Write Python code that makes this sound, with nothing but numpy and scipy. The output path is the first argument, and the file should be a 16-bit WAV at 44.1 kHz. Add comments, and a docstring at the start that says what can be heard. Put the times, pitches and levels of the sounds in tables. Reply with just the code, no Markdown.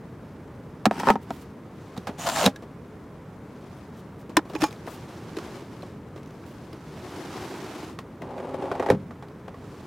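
"""A plastic centre console in a parked car, worked by hand over the low hum of the cabin.
A tray drops into its bin and is pushed home, a ribbed shutter is drawn shut, the armrest latch snaps open
and the armrest grinds back on its hinge to its stop, while a sleeve brushes the upholstery.
Blows ring panel modes with a noisy crack; rubbing is a rain of random slips into resonances;
the hum is coloured noise, and the latch spring sings in decaying sines."""
import sys
import numpy as np
from scipy import signal
from scipy.fft import rfft, irfft, next_fast_len
from scipy.io import wavfile
from scipy.ndimage import uniform_filter1d

SR = 44100
rng = np.random.default_rng(int(sys.argv[2]) if len(sys.argv) > 2 else 0)


def waveform_to_disk(signal):
    """Save audio, clipped to [-1, 1], as 16-bit WAV at the path in sys.argv[1]."""
    frames = np.transpose(np.atleast_2d(signal))
    scaled = np.clip(frames, -1, 1) * 32767
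    samples = np.round(scaled).astype(np.int16)
    wavfile.write(sys.argv[1], SR, samples)


N = 434826
TIME = np.arange(N) / SR


def from_db(db):
    """Decibels to gain."""
    return np.exp(np.asarray(db) * (np.log(10) / 20))


def rms_one(x):
    """Scale to unit power."""
    return x / np.sqrt(np.mean(x ** 2) + 1e-20)


def colour(x, spectrum):
    """Shape a sound by a spectrum whose points are joined on a log-frequency axis."""
    size = next_fast_len(len(x))
    hz = np.maximum(np.fft.rfftfreq(size, 1 / SR), 1)
    points_hz, points_db = np.transpose(spectrum)
    db = np.interp(np.log(hz), np.log(points_hz), points_db)
    return irfft(rfft(x, size) * from_db(db), size)[:len(x)]


def band(x, edges, kind):
    """Causal Butterworth filter."""
    return signal.sosfilt(signal.butter(2, edges, kind, fs=SR, output="sos"), x)


def peak(x, hz, width_hz):
    """Pass one narrow resonance."""
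    return signal.lfilter(*signal.iirpeak(hz, hz / width_hz, fs=SR), x)


def resonate(x, resonances):
    """Lift a few resonances out of a sound."""
    return x + sum(from_db(db) * peak(x, hz, width_hz) for hz, width_hz, db in resonances)


def drift(per_s):
    """Random wander: normally distributed points, joined by straight lines."""
    knots = rng.standard_normal(4096)
    return np.interp(TIME * per_s, np.arange(len(knots)), knots)


def gate(start, end, attack_s, release_s):
    """Rise from the start, hold until the end, then die away."""
    rise = (TIME - start) / max(attack_s, 1e-3)
    fall = 1 - (TIME - end) / max(release_s, 1e-3)
    return np.clip(np.minimum(rise, fall), 0, 1)


def push(start, end, attack_s, release_s, first_db, last_db):
    """Gain of a slide whose level runs steadily in dB until it is stopped."""
    return gate(start, end, attack_s, release_s) * from_db(np.interp(TIME, [start, end], [first_db, last_db]))


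def ring(s, hz, db, t60):
    """One mode, struck once: a sine that decays exponentially."""
    t = np.clip(TIME - s, 0, 1)
    return from_db(db - 60 * t / t60) * np.sin(2 * np.pi * hz * t)


# The crowd of short, high panel modes in a blow. Each row: frequency in Hz, relative level in dB.
CRACK = [(100, -33), (400, 5.5), (1000, 0.5), (2000, -3), (4000, -7.5), (7000, -13.5), (11000, -21),
         (16000, -26.5)]


def blows(hits, modes, crack_db, crack_t60, chatter_db, thump_db, knock_db, tick_db, swell_cycles,
          contact_db, contact_s=0.00033):
    """Each blow rings the part's modes and a short crack; how hard and sharp it is sets thump, knock and tick."""
    t = TIME[:SR // 3]
    hz, mode_db, t60 = np.transpose(modes)[:, :, None]
    # a panel mode takes a moment to take up the blow
    swell = 1 - np.exp(-t * hz / swell_cycles)
    rings = from_db(mode_db - 60 * t / t60) * np.sin(2 * np.pi * hz * t) * swell
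    signs = (-1) ** np.arange(len(modes))[:, None]
    # the crack dies fast and leaves a faint tail in the padded cabin
    dying = from_db(-60 * t / crack_t60) + from_db(-28 - 60 * t / .11)
    crowd = rms_one(colour(rng.standard_normal(SR), CRACK))
    # the first contact itself is one short push and its rebound
    contact = from_db(contact_db) * band(t / contact_s * np.exp(1 - t / contact_s), 500, "high")
    out = np.zeros(N + len(t))
    for s, thump, knock, tick, chatter_s, spot_hz in hits:
        strengths = signs * from_db(rng.normal(0, 1.5, signs.shape))
        # loose plastic buzzes against its seat for a moment after the first contact
        chatter = from_db(chatter_db) * np.exp(-t / max(chatter_s, 1e-4))
        crack = np.roll(crowd, rng.integers(SR))[:len(t)] * (from_db(crack_db) * dying + chatter)
        # the spot that is hit favours a resonance of its own
        body = resonate((strengths * rings).sum(0) + crack + contact, [(spot_hz, 110, 4)])
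        parts = band(body, [50, 430], "band"), -band(body, [480, 1700], "band"), band(body, 2000, "high")
        levels = thump + thump_db, knock + knock_db, tick + tick_db
        for part, db in zip(parts, levels):
            # levelled by its first 25 ms
            out[round(s * SR):][:len(t)] += from_db(db) * part / np.std(part[:SR // 40])
    return out[:N]


def rub(gain, spectrum, resonances, slips_per_s, spread_db, judder_db):
    """Friction: a dense rain of tiny slips of uneven size into the part's resonances, under an unsteady hand."""
    moving, out = np.flatnonzero(gain), np.zeros(N)
    slips = rng.standard_normal(N) * (rng.random(N) < slips_per_s / SR)
    slips = slips[moving] * from_db(spread_db * np.minimum(rng.exponential(1, N)[moving], 4))
    rubbing = rms_one(resonate(colour(slips, spectrum), resonances))
    out[moving] = rubbing * from_db(judder_db * drift(90)[moving])
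    return gain * out


def grit(gain, spectrum, resonances, catches_per_s, spread_db, crumble_s):
    """Stick and slip: the part catches at uneven intervals and lets go with a short crunch."""
    start, stop = np.flatnonzero(gain)[[0, -1]]
    gaps, sizes = rng.uniform(.3, 1.7, 200), rng.uniform(-1, 1, 200)
    at = (np.cumsum(gaps) / catches_per_s * SR).astype(int)
    catches, out = np.zeros(stop - start), np.zeros(N)
    inside = at < len(catches)
    catches[at[inside]] = from_db(spread_db * sizes[inside])
    decay = np.exp(-1 / (max(crumble_s, 1e-4) * SR))
    crunch = signal.lfilter([1], [1, -decay], catches) * rng.standard_normal(len(catches))
    out[start:stop] = rms_one(resonate(colour(crunch, spectrum), resonances))
    return gain * out


def glide(x, path, resonances):
    """Resonances (ratio, width Hz, dB) that move together along a path of (s, Hz), at the input's power."""
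    out, size = np.zeros(N), SR // 800
    start, stop = np.flatnonzero(x)[[0, -1]]
    for ratio, width_hz, db in resonances:
        state = np.zeros(2)
        for i in range(start, stop + SR // 20, size):
            hz = ratio * np.interp(i / SR, *np.transpose(path))
            block, state = signal.lfilter(*signal.iirpeak(hz, hz / width_hz, fs=SR), x[i:i + size], zi=state)
            out[i:i + size] += from_db(db) * block
    return out * np.std(x) / np.std(out)


# Colour of the cabin. Each row: frequency in Hz, relative level in dB.
CABIN = [(15, -54), (25, -23.5), (92, -3), (236, -4), (301, -6), (363, -10), (420, -7), (516, -11.5),
         (734, -18), (988, -17.5), (2220, -30), (2690, -36.5), (3430, -40), (4370, -46.5), (16000, -52)]
# Resonances of the cabin. Each row: frequency in Hz, width in Hz, lift in dB.
CABIN_RES = [(152, 75, -8), (302, 22, -48)]


def cabin_hum(level_db=-42):
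    """A steady low rush of air and machinery in the closed cabin: coloured noise."""
    return from_db(level_db) * rms_one(resonate(colour(rng.standard_normal(N), CABIN), CABIN_RES))


# Sleeve strokes. Each row: start in seconds, swell in seconds, hold in seconds, level in dB.
STROKES = [(1.24, 0.046, 0.11, -51), (1.673, 0.17, 0.41, -52), (3.298, 0.38, 0.15, -54),
           (3.917, 0.027, 0.0082, -52.5), (4.428, 0.11, 0.89, -49.5), (4.86, .03, 0.31, -48.5),
           (5.22, 0.19, 0.16, -43), (5.603, 0.12, 0.15, -50), (6.04, 0.45, 0.29, -52),
           (6.737, 0.44, 0.66, -39), (7.27, 0.12, 0.036, -40), (9.486, 0.26, .1, -48.5)]
# Colour of the cloth. Each row: frequency in Hz, relative level in dB.
CLOTH = [(140, -51), (240, -10), (296, -6.5), (366, -1), (460, -9), (548, -10.5), (739, -9), (866, -9.5),
         (2010, -19), (5670, -26.5), (12300, -38), (14900, -41.5), (16000, -46)]
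# Resonance of the cloth. Each row: frequency in Hz, width in Hz, lift in dB.
CLOTH_RES = [(301, 65, -2)]


def sleeve(release_s=0.15, rest_db=-58.5):
    """Fibres slip over the upholstery in strokes; the cloth never lies quite still."""
    power = from_db(rest_db) ** 2
    for s, swell_s, hold_s, db in STROKES:
        power = power + (from_db(db) * gate(s, s + swell_s + hold_s, swell_s, release_s)) ** 2
    return rub(np.sqrt(power), CLOTH, CLOTH_RES, slips_per_s=25000, spread_db=1.0, judder_db=1.0)


# Blows of the tray. Each row: time in seconds, thump, knock and tick in dB before the part's trims,
# chatter decay in seconds, resonance of the struck spot in Hz.
TRAY_HITS = [(0.8555, -48, -16, -24.5, 0.0045, 776), (0.8612, -33, -26.5, -34, .002, 790),
             (0.865, -10.5, -45, -48, .0015, 724), (0.9112, -31, -26, -45, 0.00065, 680),
             (0.955, -48, -51, -58, .0015, 1300), (0.978, -48, -41.5, -60, .004, 895),
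             (0.9985, -35, -36.5, -39, 0.0051, 930), (1.033, -37, -31, -56, 0.0025, 895),
             (1.0712, -28, -22, -42, .002, 920), (1.079, -22, -27, -46, .002, 880),
             (1.0865, -28, -18.5, -39, .001, 915), (1.095, -32, -27, -41, .0015, 1280),
             (1.102, -18.5, -17, -32.5, 0.001, 950), (1.1068, -26, -27, -41, .001, 1260),
             (1.116, -38, -45, -57, .001, 250), (1.136, -27, -49, -60, 0.0015, 890),
             (1.1562, -27, -29.5, -57, 0.00055, 850), (1.3054, -31, -33, -49.5, 0.0014, 660)]
# What the tray rings with. Each row: frequency in Hz, relative level in dB, 60 dB decay in seconds.
TRAY_MODES = [(120, 3, .045), (213, 13, 0.09), (282, 10, 0.06), (365, 1, .05), (445, 2, 0.04),
              (655, 2, 0.045), (778, 6, 0.045), (921, 6, 0.065), (1280, -1, 0.06), (1400, -3, 0.04),
              (1760, 0, 0.04), (1920, -2, .035), (2430, -1, 0.036), (3870, -4, 0.032)]
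# A short low push under the tray's loud knock: time in seconds, frequency in Hz, level in dB,
# 60 dB decay in seconds.
LOW_PUSH = (1.0995, 62, -16, 0.028)


def tray_blows():
    """The tray strikes its bin and rings, with a short low push under its loud knock."""
    hits = blows(TRAY_HITS, TRAY_MODES, crack_db=7.5, crack_t60=0.037, chatter_db=13.5, thump_db=-5.5,
                 knock_db=0.5, tick_db=-2.0, swell_cycles=0.33, contact_db=22.5)
    return hits + ring(*LOW_PUSH)


# The push home: start, end, attack and release in seconds, first and last level in dB before binding.
TRAY_PUSH = (.912, 1.11, .015, .05, -40.5, -34.5)
# The tray binds on the way in. Each row: time in seconds, half-length in seconds, extra level in dB.
TRAY_BINDS = [(1.003, .012, 6), (1.075, .012, 4)]
# Colour of the rubbing. Each row: frequency in Hz, relative level in dB.
TRAY_RUB = [(110, -14), (180, 3.5), (293, 3.5), (622, -14), (905, -7), (1110, -22), (1680, -13),
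            (2360, -14), (3240, -16), (3500, -22), (5700, -20), (6750, -30), (7990, -23), (8610, -28),
            (16000, -38)]
# Resonances of the rubbing. Each row: frequency in Hz, width in Hz, lift in dB.
TRAY_RES = [(875, 120, -1), (1350, 180, 7), (1720, 130, -11)]
# Coarse grit caught in the guides. Each row: frequency in Hz, relative level in dB.
TRAY_GRIT = [(150, -14), (400, -3), (1300, 6), (2400, -15), (6000, -15), (16000, -34)]
# Resonances of the grit. Each row: frequency in Hz, width in Hz, lift in dB.
TRAY_GRIT_RES = [(890, 110, 21), (1270, 150, 3), (3200, 110, 19)]


def tray_slide(grit_db=-5):
    """The tray scrapes along its guides, with crunches of grit, and swells where it binds."""
    binding = from_db(sum(db * np.exp(-((TIME - s) / half_s) ** 2) for s, half_s, db in TRAY_BINDS))
    pushing = push(*TRAY_PUSH) * binding
    scrape = rub(pushing, TRAY_RUB, TRAY_RES, slips_per_s=7600, spread_db=-2.0, judder_db=-0.5)
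    crunches = grit(pushing * from_db(grit_db), TRAY_GRIT, TRAY_GRIT_RES,
                    catches_per_s=100, spread_db=10, crumble_s=0.0034)
    return scrape + crunches


# Fingers over smooth plastic. Each row: start in seconds, length in seconds, level in dB.
SWISHES = [(1.21, 0.018, -57.5), (1.292, 0.13, -59), (3.76, .02, -64), (3.958, 0.036, -62),
           (4.177, 0.037, -62), (4.484, 0.03, -59), (4.866, 0.082, -53), (6.45, .07, -62)]
# Colour of the skin. Each row: frequency in Hz, relative level in dB.
SKIN = [(500, -8), (3000, 5.5), (7000, -1), (16000, -3.5)]


def swishes(attack_s=0.014, release_s=0.032):
    """Skin on smooth plastic gives a short, bright hiss."""
    gain = sum(from_db(db) * gate(s, s + length_s, attack_s, release_s) for s, length_s, db in SWISHES)
    return rub(gain, SKIN, [], slips_per_s=20000, spread_db=2.5, judder_db=2.5)


# Blows of the shutter. Each row: time in seconds, thump, knock and tick in dB before the part's trims,
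# chatter decay in seconds, resonance of the struck spot in Hz.
SHUTTER_HITS = [(1.965, -56, -40.5, -58, 0.011, 745), (1.976, -27, -66, -45.5, 0.004, 880),
                (2.0708, -47, -31, -44, 0.014, 706), (2.09, -28, -39, -59, 0.012, 720),
                (2.4565, -16, -45, -29.5, 0.0039, 530), (2.462, -14.5, -22.5, -19, 0.0018, 260),
                (2.473, -18, -22.5, -47, .0034, 600), (2.56, -64, -62, -50, 0.0037, 1700)]
# What the shutter rings with. Each row: frequency in Hz, relative level in dB, 60 dB decay in seconds.
SHUTTER_MODES = [(110, 6, 0.05), (199, 13, 0.07), (266, 7, 0.08), (445, 2, .05), (510, 4, 0.05),
                 (590, 3, .05), (807, -1, 0.08), (1030, -4, .04), (1320, -4, .035), (1650, -10, 0.06),
                 (3550, -1, .03), (3850, 0, 0.032), (5440, -9, 0.035)]
# The catch drops in: time in seconds, frequency in Hz, level in dB, 60 dB decay in seconds.
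CATCH_RING = (2.56, 1668, -37, 0.06)


def shutter_blows():
    """The shutter is struck and rings; its catch drops in and rings."""
    hits = blows(SHUTTER_HITS, SHUTTER_MODES, crack_db=-6.5, crack_t60=0.092, chatter_db=9.0, thump_db=-6,
                 knock_db=-2.5, tick_db=-0.5, swell_cycles=0.32, contact_db=9)
    return hits + ring(*CATCH_RING)


# The pull: start, end, attack and release in seconds, first and last level in dB.
SHUTTER_PULL = (2.176, 2.455, .02, .033, -36.5, -28)
# Colour of the rubbing, also used by the latch. Each row: frequency in Hz, relative level in dB.
SHUTTER_RUB = [(100, -28), (150, -0.5), (213, -2), (440, -17.5), (730, -4), (1100, -9.5), (2450, -17.5),
               (2980, -15.5), (5460, -22), (7180, -23), (12400, -29), (16000, -32)]
# Resonances of the rubbing. Each row: frequency in Hz, width in Hz, lift in dB.
SHUTTER_RES = [(680, 68, -0.5), (3000, 110, -6), (3780, 70, -12), (5330, 55, -5)]


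def shutter_slide():
    """The shutter rubs along its track."""
    pulling = push(*SHUTTER_PULL)
    return rub(pulling, SHUTTER_RUB, SHUTTER_RES, slips_per_s=12000, spread_db=1.0, judder_db=-0.5)


# The thin note of the runners. Each row: time in seconds, frequency in Hz.
RUNNER_NOTE = [(2.22, 6740), (2.32, 7370), (2.39, 7100), (2.455, 6650)]
# Its resonances. Each row: ratio to the note, width in Hz, relative level in dB.
RUNNER_RES = [(.43, 110, -13), (.55, 90, -13), (.89, 100, -2), (1, 250, 1), (1.19, 120, -4)]


def runners(level_db=-8.5):
    """The shutter's edges hiss in their grooves, with narrow resonances that rise and fall during the pull."""
    return from_db(level_db) * glide(rng.standard_normal(N) * push(*SHUTTER_PULL), RUNNER_NOTE, RUNNER_RES)


def ribs(per_s=107, unevenness=.35, depth_db=6):
    """Gain that pulses as each rib of the shutter catches on the lip of the track and runs on."""
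    passed = np.cumsum(per_s * (1 + unevenness * drift(40))) / SR
    return from_db(depth_db * (1 - 2 * (passed % 1)))


# Slats chattering over the bin. Each row: start, end, attack and release in seconds,
# first and last level in dB.
SLAT_RUNS = [(2.25, 2.298, .022, .01, -25, -24), (2.351, 2.455, .008, .015, -24, -24.5)]
# The hollow's note rises, then sinks as the opening closes. Each row: time in seconds, frequency in Hz.
SLAT_NOTE = [(2.3, 690), (2.37, 830), (2.4, 760), (2.435, 540), (2.475, 480)]
# Resonances of the hollow. Each row: ratio to its note, width in Hz, relative level in dB.
SLAT_RES = [(1, 100, 0), (1.4, 130, -5.5), (1.95, 170, -13), (4.6, 1500, -23)]


def slats(knocks_per_s=2500):
    """The shutter's slats tap along the track into a hollow whose moving resonances they excite."""
    gain = sum(push(*run) for run in SLAT_RUNS)
    taps = rng.choice([-1, 1], N) * (rng.random(N) < knocks_per_s / SR)
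    taps = rms_one(taps * ribs())
    return band(glide(taps * gain, SLAT_NOTE, SLAT_RES), 400, "high")


# What latch and trim ring with. Each row: frequency in Hz, relative level in dB, 60 dB decay in seconds.
LATCH_MODES = [(308, 12, .06), (345, 2, .06), (430, -1, .045), (570, -9, .04), (860, -2, .035),
               (1010, 2, .035), (1400, -1, .028), (1650, 1, .028), (1800, 1, .03), (2450, -5, .03),
               (2950, -5, .02), (3500, -5, .02), (4080, -3, .022), (5350, -6, .035)]


def strike_latch(hits):
    """Blows to the latch housing and the trim around it."""
    return blows(hits, LATCH_MODES, crack_db=-4.0, crack_t60=0.042, chatter_db=12.0, thump_db=-2.0,
                 knock_db=0.5, tick_db=-2.5, swell_cycles=1.0, contact_db=16.0)


# Light, dull bumps of the hand on the trim. Each row: time in seconds, thump in dB before the trims.
BUMPS = [(2.623, -40.5), (4.294, -39), (4.453, -43), (4.498, -40), (4.535, -35.5), (5.455, -40.5),
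         (5.619, -44), (5.83, -39), (6.161, -40.5), (6.177, -44), (6.727, -46)]


def hand_bumps():
    """The hand bumps the trim; knock and tick keep a fixed distance below the thump."""
    chatter_s, spot_hz = 0.018, 1120
    return strike_latch([(s, db, db - 16.5, db - 16, chatter_s, spot_hz) for s, db in BUMPS])


# Blows of the latch. Each row: time in seconds, thump, knock and tick in dB before the part's trims,
# chatter decay in seconds, resonance of the struck spot in Hz.
LATCH_HITS = [(4.368, -47, -26.5, -32, 0.0014, 1380), (4.3697, -15, -19.5, -16.5, 0.00066, 976),
              (4.391, -48, -35, -59, 0.0032, 690), (4.5512, -29, -39.5, -43, 0.004, 2480),
              (4.6197, -44, -38, -33.5, 0.0078, 2500), (4.623, -19, -39, -43, 0.0025, 350),
              (4.633, -43, -42, -32.5, 0.011, 850), (4.639, -35, -29, -31.5, 0.005, 840),
              (4.875, -42, -39, -63, 0.011, 1220), (5.368, -31, -45, -44, 0.007, 423),
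              (5.386, -42, -44, -47, 0.0046, 402)]


def latch_blows():
    """The armrest latch snaps open and clatters."""
    return strike_latch(LATCH_HITS)


# Tiny ticks and small high squeaks. Each row: time in seconds, level in dB, ring in Hz.
TICKS = [(4.499, -50, 4600), (4.5617, -38, 2480), (4.685, -50, 3200), (4.708, -50, 4200),
         (4.727, -45, 6000), (4.761, -56, 4000), (4.867, -46, 5430), (5.822, -48, 4170), (6.163, -63, 3800),
         (6.177, -56, 2500), (6.231, -55, 5900), (6.26, -57, 6000), (6.274, -57, 6100), (6.307, -55, 6200),
         (6.437, -54, 1800), (6.73, -48, 4800), (8.219, -43, 2070), (9.284, -57, 4500)]
# Colour of their noise. Each row: frequency in Hz, relative level in dB.
TICK_COLOUR = [(700, -4), (2000, 5), (6000, -13), (10000, -14), (16000, -17)]


def ticks(t60=0.028, width_hz=660, ring_db=11):
    """Tiny ticks and small high squeaks: decaying noise bursts, each with a short ring."""
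    out, t = np.zeros(N), TIME[:SR // 10]
    for s, db, hz in TICKS:
        burst = colour(rng.standard_normal(len(t)), TICK_COLOUR) * from_db(-60 * t / t60)
        burst = resonate(burst, [(hz, width_hz, ring_db)])
        # levelled by its first 5 ms
        out[round(s * SR):][:len(t)] += from_db(db) * burst / np.std(burst[:SR // 200])
    return out


# The latch's travel: start, end, attack and release in seconds, first and last level in dB.
LATCH_DRAG = (4.55, 4.65, .05, .125, -47, -44)
# Resonances of its rubbing. Each row: frequency in Hz, width in Hz, lift in dB.
LATCH_RES = [(1160, 150, 2), (2500, 130, 2), (5370, 150, 4)]


def latch_slide():
    """The latch drags in its track with an unsteady scrape."""
    return rub(push(*LATCH_DRAG), SHUTTER_RUB, LATCH_RES, slips_per_s=3000, spread_db=-1.0, judder_db=6.5)


# Flicked as the catch is pressed, as it starts to slip, and as it flies free.
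# Each row: time in seconds, gain in dB on the modes.
SPRING_FLICKS = [(4.56, -11), (4.62, -14), (4.638, 5)]
# High spring modes, some in close pairs, and lower rings of the housing.
# Each row: frequency in Hz, level in dB before the flick's gain, 60 dB decay in seconds.
SPRING_MODES = [(849, -19, 0.072), (1115, -31, 0.096), (2400, -37, 0.098), (5000, -45, .16),
                (5400, -52, .14), (5394, -53, 0.15), (6560, -44, 0.15), (6500, -45, 0.11),
                (7000, -48, 0.14)]


def spring():
    """The steel latch spring sings faintly in decaying sines each time it is flicked."""
    out, t = np.zeros(N), TIME[:SR // 2]
    for s, flick_db in SPRING_FLICKS:
        for hz, db, t60 in SPRING_MODES:
            mode = from_db(flick_db + db - 60 * t / t60) * np.sin(2 * np.pi * hz * t)
            out[round(s * SR):][:len(t)] += mode
    return out


# Blows of the armrest. Each row: time in seconds, thump, knock and tick in dB before the part's trims,
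# chatter decay in seconds, resonance of the struck spot in Hz.
ARMREST_HITS = [(7.989, -64, -43.5, -45.5, 0.0022, 1090), (8.22, -39, -46, -56, 0.0016, 624),
                (8.9015, -9.5, -19.5, -33, 0.006, 535), (8.919, -23, -31, -61, 0.002, 290),
                (8.948, -40, -44, -65, 0.0022, 580)]
# What the armrest rings with. Each row: frequency in Hz, relative level in dB, 60 dB decay in seconds.
ARMREST_MODES = [(70, -12, 0.2), (120, 3, 0.11), (178, 1, 0.11), (240, 1, .09), (290, 5, 0.083),
                 (400, 10, 0.05), (524, 6, 0.06), (670, 6, 0.045), (845, 1, .044), (1050, -2, .04),
                 (1160, -4, .04), (1550, -7, .045), (1900, -4, 0.04), (2400, -6, 0.045)]


def armrest_blows():
    """The armrest knocks, then hits its stop, ringing its panels."""
    return blows(ARMREST_HITS, ARMREST_MODES, crack_db=0.0, crack_t60=0.11, chatter_db=8.0, thump_db=-3.0,
                 knock_db=1.5, tick_db=-0.5, swell_cycles=0.64, contact_db=10)


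# The hinge's creak. Each row: frequency in Hz, width in Hz, level in dB relative to the turn.
CREAK_RES = [(373, 53, -6.5), (510, 50, -8.5), (670, 80, -9.5), (814, 44, -10.5), (910, 73, -9),
             (1064, 130, -14)]


def creak(gain, slips_per_s=1800, spread_db=-1.5, cut_hz=4300):
    """The hinge lets go in tiny slips at random moments; each rings one resonance of the armrest."""
    moving, out = np.flatnonzero(gain), np.zeros(N)
    chance = slips_per_s / len(CREAK_RES) / SR
    for hz, width_hz, db in CREAK_RES:
        slips = (rng.random(len(moving)) < chance) * rng.choice([-1, 1], len(moving))
        slips = slips * from_db(spread_db * rng.uniform(-1, 1, len(moving)))
        out[moving] += from_db(db) * rms_one(peak(slips + 1e-18, hz, width_hz))
    return gain * band(out, cut_hz, "low")


# The turn: start, end, attack and release in seconds, first and last level in dB.
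HINGE_TURN = (8.2, 8.905, .03, .05, -41.5, -35)
# Colour of the grinding. Each row: frequency in Hz, relative level in dB.
HINGE_RUB = [(150, -44), (250, 3), (325, -6), (380, 3.5), (452, -11), (519, -4), (698, -15), (816, -5.5),
             (1790, -27), (2240, -27), (4490, -39), (9490, -42.5), (16000, -61)]
# Resonances of the grinding. Each row: frequency in Hz, width in Hz, lift in dB.
HINGE_RES = [(555, 100, 5), (850, 170, -16)]


def hinge_grind():
    """The hinge rubs and creaks, louder towards the stop."""
    turning = push(*HINGE_TURN)
    grinding = rub(turning, HINGE_RUB, HINGE_RES, slips_per_s=1800, spread_db=0.6, judder_db=2.5)
    return grinding + creak(turning)


# The hinge sticks and lets go, harder towards the stop, then settles.
# Each row: time in seconds, knock in dB before the trims, resonance in Hz.
HINGE_SLIPS = [(8.379, -39.5, 580), (8.4, -44, 910), (8.542, -38.5, 530), (8.623, -37.5, 790),
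               (8.655, -40, 744), (8.715, -29.5, 610), (8.752, -37, 814), (8.797, -28, 536),
               (8.825, -34, 507), (8.862, -31, 855), (8.887, -29, 504), (9.108, -46, 1210),
               (9.225, -45.5, 910), (9.48, -42.5, 600), (9.543, -49, 1150)]


def hinge_slips(chatter_s=0.0084):
    """Larger slips of the hinge strike the armrest; the tick follows only part of the knock's level."""
    hits = [(s, db - 6.5, db, -33 + .65 * db, chatter_s, hz) for s, db, hz in HINGE_SLIPS]
    return blows(hits, ARMREST_MODES, crack_db=-3.5, crack_t60=0.09, chatter_db=1.5, thump_db=-1,
                 knock_db=1, tick_db=0.5, swell_cycles=1.4, contact_db=11)


# Crowded low modes of the whole console. Each row: frequency in Hz, relative level in dB.
BOOM = [(40, -32), (90, -2), (140, -9), (210, 1), (280, -12), (400, -20), (600, -39), (1500, -70)]
# The few that stand out and ring on. Each row: frequency in Hz, level in dB, 60 dB decay in seconds.
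CONSOLE_MODES = [(146.5, -24, 0.31), (190.5, -23.5, 0.39), (220.6, -26, 0.36), (405, -24, 0.19),
                 (540, -32, 0.3)]


def boom(start_s=8.905, level_db=-31, t60=.4, attack_s=0.013):
    """The stop shakes the whole console, which hums on in a few low modes over a dull thud."""
    t = np.clip(TIME - start_s, 0, 2)
    shake = np.resize(rms_one(colour(rng.standard_normal(SR), BOOM)), N)
    modes = sum(ring(start_s, *mode) for mode in CONSOLE_MODES)
    return (modes + shake * from_db(level_db - 60 * t / t60)) * np.minimum(t / attack_s, 1)


# Left-right difference. Each row: frequency in Hz, gain in dB on the wandering side signal.
WIDTH = [(60, -38), (150, -29), (300, -17), (1000, -15), (2000, -12), (4000, -8.5), (8000, -4.5),
         (14000, 1.5)]


def scene():
    """Everything is close and central; the treble reaches the two sides less alike than the bass."""
    tray = tray_blows() + tray_slide()
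    shutter = shutter_blows() + shutter_slide() + runners() + slats()
    latch = latch_blows() + latch_slide() + spring()
    armrest = armrest_blows() + hinge_grind() + hinge_slips() + boom()
    hand = sleeve() + swishes() + hand_bumps()
    mid = cabin_hum() + tray + shutter + latch + armrest + hand + ticks()
    side = colour(mid * drift(400), WIDTH)
    return np.array([mid + side, mid - side])


def record(dry, limit_db=0.0, release_db_per_s=130, ceiling=.6, cutoff_hz=16100):
    """A limiter ducks at peaks over its limit and recovers steadily, peaks are rounded and the top is cut."""
    over = np.maximum(20 * np.log10(np.abs(dry).max(0) + 1e-9) - limit_db, 0)
    held = np.maximum.accumulate(over + release_db_per_s * TIME) - release_db_per_s * TIME
    limited = dry * from_db(-uniform_filter1d(held, size=64))
    rounded = limited / (1 + (limited / ceiling) ** 4) ** .25
    return signal.sosfilt(signal.ellip(10, .1, 80, cutoff_hz, fs=SR, output="sos"), rounded)


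dry = scene()
out = record(dry)
waveform_to_disk(out)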